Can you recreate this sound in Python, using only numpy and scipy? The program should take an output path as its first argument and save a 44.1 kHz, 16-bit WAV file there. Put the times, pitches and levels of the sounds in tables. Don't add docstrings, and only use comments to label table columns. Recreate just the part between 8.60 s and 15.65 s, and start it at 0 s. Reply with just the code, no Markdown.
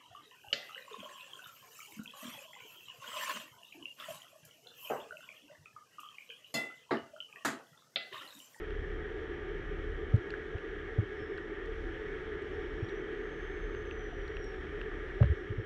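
import sys
import numpy as np
from scipy import signal
from scipy.fft import rfft, irfft, next_fast_len
from scipy.io import wavfile
from scipy.ndimage import uniform_filter1d, map_coordinates

SR = 44100
rng = np.random.default_rng(int(sys.argv[2]) if len(sys.argv) > 2 else 0)


def wav_out(sig):
    wavfile.write(sys.argv[1], SR, np.round(np.clip(np.atleast_2d(sig).T, -1, 1) * 32767).astype(np.int16))


def boost_factor(decibels):
    exponent = np.asarray(decibels, float) / 20
    return 10 ** exponent


N = 310905
TIME_S = np.arange(N) / SR


def unit(x):
    return x / np.sqrt(np.mean(x ** 2) + 1e-20)


def curves(rows):
    s, *columns = np.transpose(rows)
    return [np.interp(TIME_S, s, column) for column in columns]


def wobble(rate):
    knots = rng.standard_normal(int(N * rate / SR) + 4)
    return map_coordinates(knots, [np.arange(N) * rate / SR])


def narrow_band(phase, width_hz):
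    return wobble(width_hz) * np.sin(phase) + wobble(width_hz) * np.cos(phase)


def coloured(x, spectrum):
    size = next_fast_len(N + 8192)
    hz, db = np.transpose(spectrum)
    bins_hz = np.fft.rfftfreq(size, 1 / SR)
    gain_db = np.interp(np.log(bins_hz + 1), np.log(hz + 1), db)
    return unit(irfft(rfft(x, size) * boost_factor(gain_db), size)[:N])


def patchy(patchy_db):
    z = signal.stft(rng.standard_normal(N), nperseg=512)[2]
    field = uniform_filter1d(rng.standard_normal(z.shape), 5, 0)
    field = uniform_filter1d(field, 12, 1)
    return signal.istft(z * boost_factor(patchy_db * unit(field)), nperseg=512)[1][:N]


def add(track, s, sound):
    part = track[round(s * SR):][:len(sound)]
    part += sound[:len(part)]


def wind_filter():
    over_db, hold_s, release_s = -30, .55, .3
    cuts = []
    for s, db, *_ in BUMPS:
        if db > over_db:
            cuts.append((TIME_S > s) * np.clip(1 - (TIME_S - s - hold_s) / release_s, 0, 1))
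    return uniform_filter1d(np.max(cuts, axis=0), SR // 20)


# pitch_hz, level_db (per Hz)
YARD = [(60, -60.5), (110, -5.5), (155, 2.5), (200, -4.5), (270, -4.5), (340, -42), (500, -92.5)]


def distant_traffic(duck):
    level_db = -57 - 1 * duck + 0.76 * wobble(4.9)
    return boost_factor(level_db) * coloured(patchy(1.0), YARD)


# centre_s, half_width_s, level_db
FAR_SWELLS = [
    (.85, .3, -92),
    (6.65, .4, -92),
]


def far_turbo():
    level = sum(boost_factor(top_db + 3 - 6 * ((TIME_S - s) / half) ** 2) for s, half, top_db in FAR_SWELLS)
    return level * np.sin(2 * np.pi * np.cumsum(5615 + 5 * wobble(30)) / SR)


# pitch_hz, width_hz, level_db
HUMS = [(432.7, 33, -54.5), (751, 22, -66.5), (529, 20, -64), (1203, 25, -66.5), (1663, 25, -60.5),
        (2205, 32, -66.5)]


def hums():
    return sum(boost_factor(db) * narrow_band(2 * np.pi * hz * TIME_S, width) for hz, width, db in HUMS)


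# start_s, effort_db
LOAD = [(0, -0.5), (.5, 0), (2.9, 0), (3.4, 1.4), (4.5, 1), (5.4, 0), (6.5, 1.2), (6.75, 0.6), (7.05, -1.5)]


def effort():
    return curves(LOAD)[0]


# pitch_hz, level_db (per Hz)
HISS = [(3000, -40), (3700, 5), (4000, 0.0), (4500, -4.5), (5050, -8.8), (5450, -3.1), (5850, -2.9),
        (6300, -8.6), (7000, -12.2), (8200, -17.6), (9800, -18.5), (10400, -32), (11000, -41), (11700, -41),
        (12300, -26)]


def fan_hiss(effort_db):
    level_db = -74.5 + 1.4 * effort_db + .5 * wobble(9)
    return boost_factor(level_db) * coloured(patchy(.4), HISS)


# start_s, pitch_hz, level_db
TURBO = [(0, 5430, -91), (.45, 5400, -90), (1, 5402, -93), (2.3, 5350, -96), (2.6, 5372, -80),
         (2.95, 5366, -91), (3.75, 5410, -88), (4.17, 5440, -85), (4.36, 5820, -73), (4.44, 6240, -89),
         (4.57, 6405, -85), (4.8, 6290, -77), (5.13, 6285, -82), (5.42, 5950, -72), (5.85, 5592, -76),
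         (6.15, 5425, -86), (6.45, 5393, -94), (7.05, 5458, -82)]


def turbo():
    hz, db = uniform_filter1d(curves(TURBO), SR // 16)
    duct_hz, duct_width_hz, duct_db = 5600, 35, 12
    db = db + duct_db / (1 + ((hz - duct_hz) / duct_width_hz) ** 2)
    hz_per_s = abs(np.gradient(hz)) * SR
    glide = np.clip(uniform_filter1d(hz_per_s / 1500, SR // 10), 0, 1)
    phase = 2 * np.pi * np.cumsum(hz + 4 * wobble(40)) / SR
    blur = glide * narrow_band(phase, 150)
    octave = boost_factor(-27) * np.clip((hz - 6150) / 100, 0, 1) * np.sin(2 * phase)
    level_db = db + 4.5 + 1.5 * wobble(30) + 1.5 * wobble(8)
    return boost_factor(level_db) * ((1 - .5 * glide) * np.sin(phase) + .7 * blur + octave)


# start_s, peak_db, pitch_hz, upper_mode_db, swell_s
PLOPS = [(0.1064, -43, 1670, -53.5, 0.00047), (1.7043, -41, 1780, -48, 0.00066),
         (1.7385, -32, 1650, -56, 0.00097), (1.9828, -46, 1710, -51, 0.00068),
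         (2.781, -38, 1580, -53, 0.00085), (5.1483, -37, 1690, -51, 0.0005),
         (5.2515, -53, 1656, -59, 0.0006), (5.3106, -42, 1860, -42.5, 0.0007),
         (5.7683, -40, 1750, -44, 0.00081), (6.214, -37.5, 1750, -43.5, 0.00056),
         (6.627, -29.5, 1150, -52.5, 0.00031), (6.631, -35.5, 1800, -53, 0.00033),
         (6.643, -41.5, 1750, -54, .0006)]
# start_s, peak_db, pitch_hz, splash_db
TICKS = [(.105, -60, 4080, -17), (1.5628, -57, 4000, -8), (1.7045, -46.5, 4330, -17),
         (1.763, -67, 4140, -32), (2.776, -53, 4100, -23), (3.0574, -61, 4220, -9),
         (3.8212, -60, 3800, -10), (4.2882, -52, 3920, -28), (4.2936, -49, 3540, -23),
         (5.1464, -71, 4340, -17), (5.679, -52, 4200, -15), (5.7667, -63, 4070, -24),
         (5.8424, -60, 3910, -10), (6.2138, -64, 4270, -28), (6.6144, -64, 3830, -16),
         (6.6228, -57.5, 3890, -22), (6.6566, -59, 4090, -21)]


def drops():
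    out, t = np.zeros(N), np.arange(SR // 30) / SR

    def ring(db, hz, swell_s):
        return boost_factor(db) * t / swell_s * np.exp(1 - t / swell_s) * np.sin(2 * np.pi * hz * t)

    splash_band = signal.butter(5, [5800, 8600], "bandpass", fs=SR, output="sos")
    for s, db, hz, upper_db, swell_s in PLOPS:
        add(out, s + .0006, ring(db + 4.5, hz, swell_s) + ring(upper_db + 9, 2640, 0.00051))
    for s, db, hz, splash_db in TICKS:
        puff = signal.sosfilt(splash_band, boost_factor(-60 * t / .0055) * rng.standard_normal(len(t)))
        add(out, s + .0008, ring(db + 3, hz, 0.00044) + boost_factor(db + splash_db + 14) * puff)
    return out


# start_s, peak_db, pitch_hz, length_s, hold (1-6, higher fades later)
BUMPS = [(1.5358, -13.3, 106, .037, 2), (1.9462, -29, 84, .026, 3), (2.381, -18.5, 104, .04, 2.2),
         (1.571, -33, 100, .035, 2), (2.419, -35, 100, .04, 2), (2.612, -37, 100, .03, 2),
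         (3.966, -38, 85, .04, 2), (4.2217, -25, 102, .036, 1.6), (6.6085, -12.8, 110, .0255, 6),
         (6.6345, -16, 102, .019, 3), (6.647, -25, 72, .047, 4), (6.6915, -21, 76, .047, 6),
         (6.898, -28, 100, .04, 2), (6.976, -29, 105, .045, 2.5)]


def bumps():
    out, t = np.zeros(N), np.arange(SR // 12) / SR
    for s, db, hz, length, hold in BUMPS:
        u = np.clip(t / length, 0, 1)
        swell = np.minimum(t * hz / .7, 1) ** 1.5 * (1 - u ** hold) ** 2
        stiffer_mode = boost_factor(-13.5) * (1 - u) * np.sin(2 * np.pi * 1.973 * hz * t)
        swing = np.sin(2 * np.pi * hz * t) + stiffer_mode
        skin_rub = boost_factor(db - 63) * swell * rng.standard_normal(len(t))
        add(out, s, skin_rub - boost_factor(db) * swell * swing)
    return out


# start_s, level_db, pitch_ratio (by where it is held)
KNOCKS = [(1.5358, -32, 0.98), (1.94, -40, 1.17), (2.381, -34, 0.99), (4.2217, -48, 1), (5.5232, -36, 1.2),
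          (6.603, -25.5, 1.01), (6.6285, -24, 0.963), (6.898, -46, 0.94), (6.976, -48, 1.05)]
# pitch_hz, level_db, t60_s
SHELL = [(585, 0, .05), (760, -9, .03), (290, -4, .04)]


def shell_knocks():
    out, t = np.zeros(N), np.arange(SR // 12) / SR
    for s, db, ratio in KNOCKS:
        knock = sum(boost_factor(level - 60 * t / t60) * np.sin(2 * np.pi * ratio * hz * t) for hz, level, t60 in SHELL)
        add(out, s, boost_factor(db) * knock * np.minimum(t / .006, 1))
    return out


# (multiple, level_db)
TRUCKS = [
    (35.1, [(1, 0), (2, -7), (3, -22)]),
    (36.1, [(1, -8), (2, -11), (3, -24)]),
    (40.1, [(1, -6), (1.5, -18), (2, -15), (3, -23), (4, -25)]),
    (48.8, [(1, -9), (3, -26)]),
]


def firing():
    orders, knocks = np.zeros(N), np.zeros(N)
    for hz, multiples in TRUCKS:
        phase = 2 * np.pi * np.cumsum(hz * (1 + 0.0051 * wobble(1.494))) / SR
        for k, db in multiples:
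            orders += boost_factor(db + 1.2 * wobble(3)) * np.sin(k * phase + rng.uniform(0, 7))
        knocks += boost_factor(1.1 * np.cos(phase))
    return orders, knocks


# pitch_hz, level_db (per Hz)
CLATTER = [(850, -26), (1130, -7.5), (1200, -2), (1300, -2.5), (1550, -1.0), (1700, 4), (1900, 3),
           (2080, -5.5), (2200, -4.5), (2450, -11.5), (2700, -14), (3200, -9.5), (3600, -18.0),
           (4700, -90.5)]


def clatter(knocks, effort_db):
    level_db = -50 + effort_db + 0.34 * wobble(6)
    return boost_factor(level_db) * coloured(knocks * patchy(0.92), CLATTER)


# pitch_hz, level_db (per Hz)
DRONE = [(140, -49.5), (230, -22.5), (344, -5), (391, -3.5), (423, 0), (445, -4.5), (490, -19),
         (523, -20.5), (656, -26), (696, -28.5), (752, -22), (812, -31), (878, -24), (986, -31.5),
         (1080, -34.5), (1400, -62), (2380, -120)]


def exhaust_drone(effort_db):
    level_db = -43.5 + effort_db + .8 * wobble(3)
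    return boost_factor(level_db) * coloured(patchy(.4), DRONE)


# start_s, exhaust_db
IDLE = [(0, -3), (.2, 3), (.7, -4.5), (1.1, 0), (1.5, 1), (3.2, 0), (3.65, -7.5), (3.9, -4.5), (5.0, 3),
        (5.3, -0.5), (6.15, -5), (6.55, -2), (7.05, 3.5)]
# pitch_hz, level_db (per Hz)
RUMBLE = [(6, -30), (12, -12), (25, -1), (60, -3), (90, -5), (125, -13), (200, -30), (300, -90)]


def bass(orders, duck):
    idle_db = curves(IDLE)[0]
    orders_db = -42 + idle_db - 8.5 * duck
    rumble_db = -50 + 0.25 * idle_db - 8 * duck + 2.9 * wobble(4)
    return boost_factor(orders_db) * orders + boost_factor(rumble_db) * coloured(patchy(0.0), RUMBLE)


def trucks():
    duck, effort_db = wind_filter(), effort()
    orders, knocks = firing()
    engines = bass(orders, duck) + exhaust_drone(effort_db) + clatter(knocks, effort_db)
    return distant_traffic(duck) + fan_hiss(effort_db) + engines


def late_dip(x):
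    starts_s, band_hz, share = 6.66, (500, 1050), .35
    band = signal.sosfiltfilt(signal.butter(2, band_hz, "bandpass", fs=SR, output="sos"), x)
    return x - share * (TIME_S > starts_s) * band


def scene():
    through_panel = late_dip(trucks() + hums())
    handling = bumps() + shell_knocks()
    return (through_panel + far_turbo() + turbo() + drops() + handling)[None]


def band_limit(x):
    return signal.sosfilt(signal.butter(12, 13630, fs=SR, output="sos"), x)


def record(dry):
    return band_limit(dry)


dry = scene()
out = record(dry)
wav_out(out)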